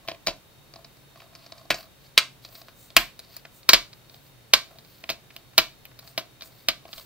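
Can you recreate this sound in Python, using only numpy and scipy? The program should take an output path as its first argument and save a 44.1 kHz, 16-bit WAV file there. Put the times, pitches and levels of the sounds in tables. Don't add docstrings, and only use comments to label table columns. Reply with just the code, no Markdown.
import sys
import numpy as np
from scipy import signal
from scipy.fft import rfft, irfft
from scipy.io import wavfile
from scipy.ndimage import uniform_filter1d

SR = 44100
rng = np.random.default_rng(int(sys.argv[2]) if len(sys.argv) > 2 else 0)


def bounce(signal):
    frames = np.transpose(np.atleast_2d(signal))
    limited = np.clip(frames, -1, 1)
    pcm = np.round(limited * 32767).astype(np.int16)
    wavfile.write(sys.argv[1], SR, pcm)


def how_loud(loudness_db):
    steps = np.asarray(loudness_db, float) / 20
    return 10 ** steps


N = 310905

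# start in seconds, peak in dB, ring in Hz, lid share in dB, treble share in dB.
CLIP_SNAPS = [(0.077, -28.5, 2600, -8, -6), (0.0845, -17.5, 2350, -2.5, -20.5),
              (0.265, -21, 4230, -21, -6.5), (0.27, -10, 4300, -7, -23), (0.281, -19.5, 2600, 5.5, -20),
              (1.704, -8.5, 1590, -3.5, -11), (1.711, -20.5, 2600, -0.5, -5), (1.743, -24, 4340, -2, -19),
              (2.177, 3, 2840, -22, -12.5), (2.966, 9, 2300, -16, -1), (3.6905, 5.5, 3990, -19, -6),
              (3.733, 7, 3350, -18.5, -8.5), (3.743, -4.5, 3200, -12, -15.5),
              (4.536, 5, 3410, -19.5, -10.5), (5.091, -18, 2597, -8.5, -17.5), (5.1, -12, 3540, -9, -10.5),
              (5.5796, 7, 3300, -22, -10.5), (5.586, -4, 2650, -8, -6), (6.177, -13.5, 3080, -3.5, -10.5),
              (6.685, -4.5, 3100, -12, -11)]
# start in seconds, peak in dB, ring in Hz, lid share in dB.
PAD_TAPS = [(0.115, -27, 2780, 4), (0.145, -39, 2260, -1), (0.738, -31.5, 4200, -9),
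            (0.759, -33.5, 4100, 0.5), (0.845, -34, 4230, -7), (1.157, -41.5, 1120, 2),
            (1.202, -39, 2420, -13), (1.219, -40, 1090, -8), (1.463, -36.5, 4300, -4.5),
            (1.521, -27.5, 3950, -5.5), (1.653, -49.5, 4160, 13), (2.068, -43, 4460, -25),
            (2.449, -30.5, 3900, -9), (2.489, -37, 4580, -7), (2.616, -35.5, 3970, -2),
            (2.684, -34, 1140, -3.5), (2.904, -33.5, 3500, -9), (3.451, -33, 1700, -3.5),
            (3.631, -40, 3970, -24), (3.93, -34, 3870, -19), (4.097, -37.5, 3830, -10),
            (4.143, -36.5, 3420, -7), (4.714, -45, 1100, 5.5), (5.038, -26, 2287, -7),
            (5.305, -39, 2070, -14), (5.914, -44, 1130, -10.5), (6.409, -32.5, 3500, -31),
            (6.853, -40, 2610, 11.5), (6.889, -44, 2350, 7), (6.93, -25, 3370, -12)]
# start in seconds, peak in dB, ring in Hz, treble share in dB.
NAIL_TICKS = [(0.969, -46, 4270, -8), (1.332, -45.5, 1060, -3), (1.351, -32, 4570, -2),
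              (1.58, -37, 4270, -11), (2.552, -34.5, 3960, -11), (3.192, -30, 3920, 6),
              (3.366, -29.5, 4390, 12), (4.786, -31, 3765, -8), (4.848, -42, 3850, -15.5),
              (5.364, -26, 2930, 1), (5.533, -47, 1105, -12.5), (5.853, -33.5, 2590, 5),
              (5.99, -30.5, 4030, 1.5), (6.028, -43.5, 1096, -12), (6.075, -32, 4080, -11),
              (6.421, -25.5, 3900, -7.5), (6.98, -29, 3300, -14.5)]
# frequency in Hz, level in dB per Hz.
FRAME_TONE = [(100, -45.5), (250, -19.5), (500, -10), (860, -11.5), (1300, -4.5), (2300, 3), (4000, 0.5),
              (5200, -1), (6300, -8.5), (8000, -13), (10500, -20), (13000, -35.5)]
# frequency in Hz, width in Hz, level in dB.
FRAME_MODES = [(1066, 58, 9.5), (1178, 170, 5.5), (1370, 160, -6), (1640, 190, -9), (2400, 210, 0.5),
               (3070, 250, -5), (3990, 220, 3.5), (4560, 250, 0), (5010, 110, -6)]
# frequency in Hz, width in Hz, level in dB.
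LID_MODES = [(120, 120, -23), (200, 110, -17), (310, 90, -12), (665, 160, 0), (1062, 100, -4)]
# frequency in Hz, level in dB per Hz.
IMPACT_TREBLE = [(5500, -35), (7000, -13), (10000, -12), (12500, -6), (14500, 0), (15600, -6), (16200, -30)]
# time in seconds, lag of the left channel in samples.
LEFT_LAG = [(0, -3), (2.0, -0.7), (3.6, 2.5), (7.0, 3)]
# middle in seconds, length in seconds, level in dB.
LID_PRESSES = [(0.106, 0.22, -53.5), (0.774, 0.16, -59), (1.205, 0.21, -55), (1.42, 0.52, -62),
               (1.59, 0.22, -56), (1.793, 0.24, -53), (2.565, .3, -61.5), (3.3, 0.25, -64.5),
               (4.147, .13, -64), (4.715, .26, -60), (5.366, 0.2, -65), (6.077, 0.21, -65),
               (6.46, .22, -64.5), (6.884, 0.17, -61.5), (6.979, 0.12, -51.5)]
# middle in seconds, length in seconds, level in dB,
# lightness in dB (hiss gains what the scrape loses).
FINGER_SLIDES = [(0.774, 0.15, -82, -13), (0.936, .32, -73, 0), (1.205, 0.15, -63, -5),
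                 (1.427, 0.26, -64.5, -7), (1.59, 0.23, -68, -7.5), (1.793, .19, -53, -2.5),
                 (2.048, 0.19, -65.5, -2.5), (2.45, 0.093, -56, -4), (2.565, 0.21, -54.5, 2),
                 (2.683, 0.098, -63.5, -2.5), (3.235, 0.15, -67, -8), (3.346, 0.16, -55.5, -3.5),
                 (3.97, 0.18, -75, 6), (4.147, .132, -61, .4), (4.266, 0.17, -65, 2.5),
                 (4.715, 0.244, -72, 1), (4.944, 0.5, -64, 0), (5.366, 0.14, -63, -1.6),
                 (6.077, .18, -60, -1), (6.46, .08, -64, 3), (6.589, 0.28, -61.5, -0.5),
                 (6.884, 0.095, -71, -2.5), (6.979, 0.27, -53.5, -1.5)]
# middle in seconds, length in seconds, level in dB.
SLEEVE_SWISHES = [(2.826, .22, -59.5), (3.566, .15, -62), (6.09, 0.11, -66), (6.46, 0.13, -62),
                  (6.98, 0.19, -63)]
# frequency in Hz, level in dB per Hz.
CREAK_TONE = [(450, -30), (590, -8), (665, 0), (760, -10), (900, -22), (1070, -6), (1300, -16), (1800, -35)]
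# frequency in Hz, level in dB per Hz.
SCRAPE_TONE = [(900, -30), (1500, -11), (3300, -9), (3900, -5), (4350, 2), (4900, -4), (5600, -12),
               (8000, -24)]
# frequency in Hz, level in dB per Hz.
FIZZ_TONE = [(4500, -23), (6000, -6), (8000, -2.5), (10000, -5), (12000, -31)]
# frequency in Hz, level in dB per Hz.
SHEEN_TONE = [(9500, -26), (12500, -10), (14500, 0), (15700, -4), (16100, -40)]
# frequency in Hz, t60 in seconds, level in dB, side level in dB.
ROOM_TAIL = [(250, 0.25, -5.5, -3), (700, 0.19, -8, -9), (1500, 0.21, -8.5, -8.5),
             (3200, 0.24, -16.5, -3.5), (7500, 0.24, -15, -3), (14020, 0.23, -19.5, -1.5)]
# start in seconds, peak in dB.
BENCH_SHOVES = [(.09, -59), (0.282, -40), (1.71, -39.5), (2.182, -50), (2.969, -30), (3.74, -31),
                (4.54, -39.5), (5.1, -48), (5.59, -38), (6.688, -44), (6.959, -47)]
# frequency in Hz, level in dB, t60 in seconds.
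BENCH_SWINGS = [(33.76, -3, 0.29), (69.74, -10.5, .13)]
# frequency in Hz, width in Hz, level in dB, depth of waver.
HUM_LINES = [(119.8, 5, -65, .9), (137, 9, -65, 1.6), (550, 6, -77, .8), (3709, 4, -71.5, .3),
             (3741, 5, -75, .5), (3830, 90, -77, 5.0), (4290, 8, -74, .6)]
# frequency in Hz, level in dB per Hz.
HISS_TONE = [(12, -34), (30, -9), (70, -9.5), (130, -6), (190, -10.5), (500, -14), (1000, -18.5),
             (1800, -21), (3100, -21), (5000, -25), (6800, -28), (10000, -29), (14500, -26), (15800, -25),
             (16100, -59.5)]
# frequency in Hz, likeness from 0 to 1.
HISS_LIKENESS = [(60, 0.7), (200, 0.38), (1300, 0.27), (4000, 0.0054)]

SNAP_T60_S, SNAP_T60_S_PER_DB = 0.064, -0.0025
TAP_TREBLE_DB, TAP_T60_S = -27.5, 0.025
TICK_LID_DB, TICK_T60_S = -11.5, 0.047
SLIDE_FIZZ_DB, SWISH_SCRAPE_DB, SWISH_HISS_DB = -10, -6, 1.9
EARLY_ECHO_DB, HISS_DB = -13, -55
EDGE_HZ = 15800


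def evened(x):
    return x / np.sqrt(np.mean(x ** 2) + 1e-20)


def read(points, hz, axis=1):
    columns = np.transpose(points)
    return np.interp(np.log(hz + 1), np.log(columns[0] + 1), columns[axis])


def resonate(x, hz, width):
    r = np.exp(-np.pi * width / SR)
    return signal.lfilter([1 - r, 0, r - 1], [1, -2 * r * np.cos(2 * np.pi * hz / SR), r * r], x)


def colour(points):
    log_gain = np.log(how_loud(read(points, abs(np.fft.fftfreq(4096, 1 / SR)))))
    taps = np.fft.ifft(np.exp(np.conj(signal.hilbert(log_gain)))).real[:2048]
    return taps / np.linalg.norm(taps)


def whitened(x, size=50):
    z = rfft(x)
    flat = z / np.sqrt(uniform_filter1d(abs(z) ** 2, size) + 1e-12)
    return irfft(flat, len(x)) * np.linspace(1, 0, len(x))


def strokes(rows):
    t = np.arange(N) / SR
    return sum(how_loud(db) * np.cos(np.pi * np.clip((t - s) / length, -.5, .5)) ** 2 for s, length, db in rows)


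def clip_snaps():
    rows = [(*row, SNAP_T60_S + SNAP_T60_S_PER_DB * row[1]) for row in CLIP_SNAPS]
    return rattles(rows, creep_db=-36.0, crack_db=0.0, grain_db=2.6,
                   ring_width=2600.0, ring_db=-1.5, fizz_speed=1.15)


def finger_ticks():
    rows = [(*row, TAP_TREBLE_DB, TAP_T60_S) for row in PAD_TAPS]
    rows += [(s, db, hz, TICK_LID_DB, treble_db, TICK_T60_S) for s, db, hz, treble_db in NAIL_TICKS]
    return rattles(rows, creep_db=-24.0, crack_db=-6.0, grain_db=5.5,
                   ring_width=1500.0, ring_db=0.5, fizz_speed=1.6)


def rattles(rows, creep_db, crack_db, grain_db, ring_width, ring_db, fizz_speed):
    lead = 220
    t = (np.arange(6000) - lead) / SR
    after = np.maximum(t, 0)
    luck = rng.standard_normal((len(rows), 3, len(t)))
    frame, treble, out = colour(FRAME_TONE), colour(IMPACT_TREBLE), np.zeros((2, N + 9000))
    creep = how_loud(creep_db) * np.exp(-abs(t) * 800)
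    crack = 1 + how_loud(crack_db) * np.exp(-(after / 0.0036) ** 2)
    for (s, db, hz, lid_db, treble_db, t60), (hits, clumping, hiss) in zip(rows, luck):
        lumps = how_loud(grain_db * evened(uniform_filter1d(clumping, 40)))
        fade = how_loud(-60 * after / t60) * (1 - np.exp(-after / 0.0001))
        tune = 1 + .035 * np.tanh(hits[0])
        drive = whitened(hits * lumps * (fade * crack + creep)) * np.where(t < 0, .4, 1)

        body = signal.oaconvolve(drive, frame)[:len(t)]
        body = body + sum(how_loud(g) * resonate(body, f * tune, w) for f, w, g in FRAME_MODES)
        clip = resonate(resonate(drive, hz, ring_width), hz, ring_width)
        knock = np.exp(-after / 0.00069) * (t >= 0) + 0.12 * hits * fade
        lid = sum(how_loud(g) * resonate(resonate(knock, f * tune, w), f * tune, w) for f, w, g in LID_MODES)
        sizzle = hiss * lumps * (fade ** fizz_speed * crack + creep)
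        fizz = signal.oaconvolve(sizzle, treble)[:len(t)]

        parts = (body, 0), (clip, ring_db), (lid, lid_db), (fizz, treble_db)
        sound = how_loud(db) * sum(how_loud(g) * p / abs(p).max() for p, g in parts) * 0.8
        lag = np.interp(s, *np.transpose(LEFT_LAG))
        at = round(s * SR)
        for channel, shift in zip(out, (lag / 2, -lag / 2)):
            delay = np.sinc(np.arange(17) - 8 - shift) * np.hanning(19)[1:-1]
            channel[at:at + len(t) + 16] += np.convolve(sound, delay)
    return out[:, lead + 8:N + lead + 8]


def rubbing():
    swish = strokes(SLEEVE_SWISHES)
    scrape = strokes([(s, length, db - light) for s, length, db, light in FINGER_SLIDES])
    hiss = strokes([(s, length, db + light) for s, length, db, light in FINGER_SLIDES])
    levels = np.array([strokes(LID_PRESSES),
                       scrape + how_loud(SWISH_SCRAPE_DB) * swish,
                       how_loud(SLIDE_FIZZ_DB) * hiss + swish,
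                       hiss + how_loud(SWISH_HISS_DB) * swish])
    *noises, slips = rng.standard_normal((5, N))
    grain = how_loud(np.outer([5.0, 4.5, 1.5, 1.5], evened(uniform_filter1d(slips, 250))))
    tones = CREAK_TONE, SCRAPE_TONE, FIZZ_TONE, SHEEN_TONE
    layers = [evened(signal.oaconvolve(n, colour(tone))[:N]) for n, tone in zip(noises * grain, tones)]
    return (levels * layers).sum(0)


def space(x):
    early = np.zeros((2, 600))
    at = rng.integers(10, 590, 24) + rng.integers(-2, 3, (2, 24))
    np.put_along_axis(early, at, rng.standard_normal(24) * np.exp(-at / 67.0), 1)
    early = signal.lfilter(*signal.butter(2, 1200, 'high', fs=SR), early)

    taps = np.zeros((2, SR // 2))
    at = np.arange(300, SR // 2 - 20, 20)
    at = at + rng.integers(0, 20, (2, len(at)))
    np.put_along_axis(taps, at, rng.choice([-1., 1.], at.shape), 1)
    hz, t, (mid, side) = signal.stft(taps, SR, nperseg=256)
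    t60, db, side_db = (read(ROOM_TAIL, hz, axis=k)[:, None] for k in (1, 2, 3))
    side = side * how_loud(side_db)
    fade = how_loud(db - 60 * t / t60) / np.sqrt(t60 * SR / 20 / np.log(1e6))
    tail = signal.istft(np.array([mid + side, mid - side]) * fade, SR, nperseg=256)[1]
    tail[:, :600] += how_loud(EARLY_ECHO_DB) * early / np.linalg.norm(early, axis=1, keepdims=True)
    return x + signal.fftconvolve(x, tail, axes=1)[:, :N]


def thumps():
    t, out = np.arange(12000) / SR, np.zeros((2, N + 12000))
    swing = np.array([sum(how_loud(db - 60 * t / t60) * np.sin(2 * np.pi * hz * t + turn * t / t60)
                          for hz, db, t60 in BENCH_SWINGS)
                      for turn in (-2.5, 2.5)])
    swing = swing * (1 - np.exp(-t / 0.0026))
    for s, db in BENCH_SHOVES:
        out[:, round(s * SR):][:, :len(t)] += how_loud(db) * swing
    return out[:, :N] * how_loud([[-1.6], [1.2]])


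def hums():
    t, out = np.arange(N) / SR, np.zeros((2, N))
    for hz, width, db, waver in HUM_LINES:
        noise, start = rng.standard_normal((2, N)), rng.random()
        tone = np.sin(2 * np.pi * (hz * t + start))
        for channel, own in zip(out, (noise[0], noise[0] + 1.4 * noise[1])):
            channel += how_loud(db) * evened(tone + waver * evened(resonate(own, hz, width)))
    return out


def floor():
    hz = np.fft.rfftfreq(N, 1 / SR)
    left, other = rfft(rng.standard_normal((2, N)))
    same = read(HISS_LIKENESS, hz)
    right = same * left + np.sqrt(1 - same ** 2) * other
    return how_loud(HISS_DB - 0.5) * evened(irfft(np.array([left, right]) * how_loud(read(HISS_TONE, hz)), N))


def scene():
    hands = clip_snaps() + how_loud(-2.0) * finger_ticks() + rubbing()
    return space(hands) + thumps() + hums() + floor()


def band_limit(x):
    return signal.sosfilt(signal.butter(12, 16370, fs=SR, output="sos"), x)


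def record(dry):
    band = signal.firwin(401, EDGE_HZ, window=("kaiser", 8), fs=SR)
    limited = signal.oaconvolve(dry, band[None], "same")
    return band_limit(np.clip(limited, -1, 1))


dry = scene()
out = record(dry)
bounce(out)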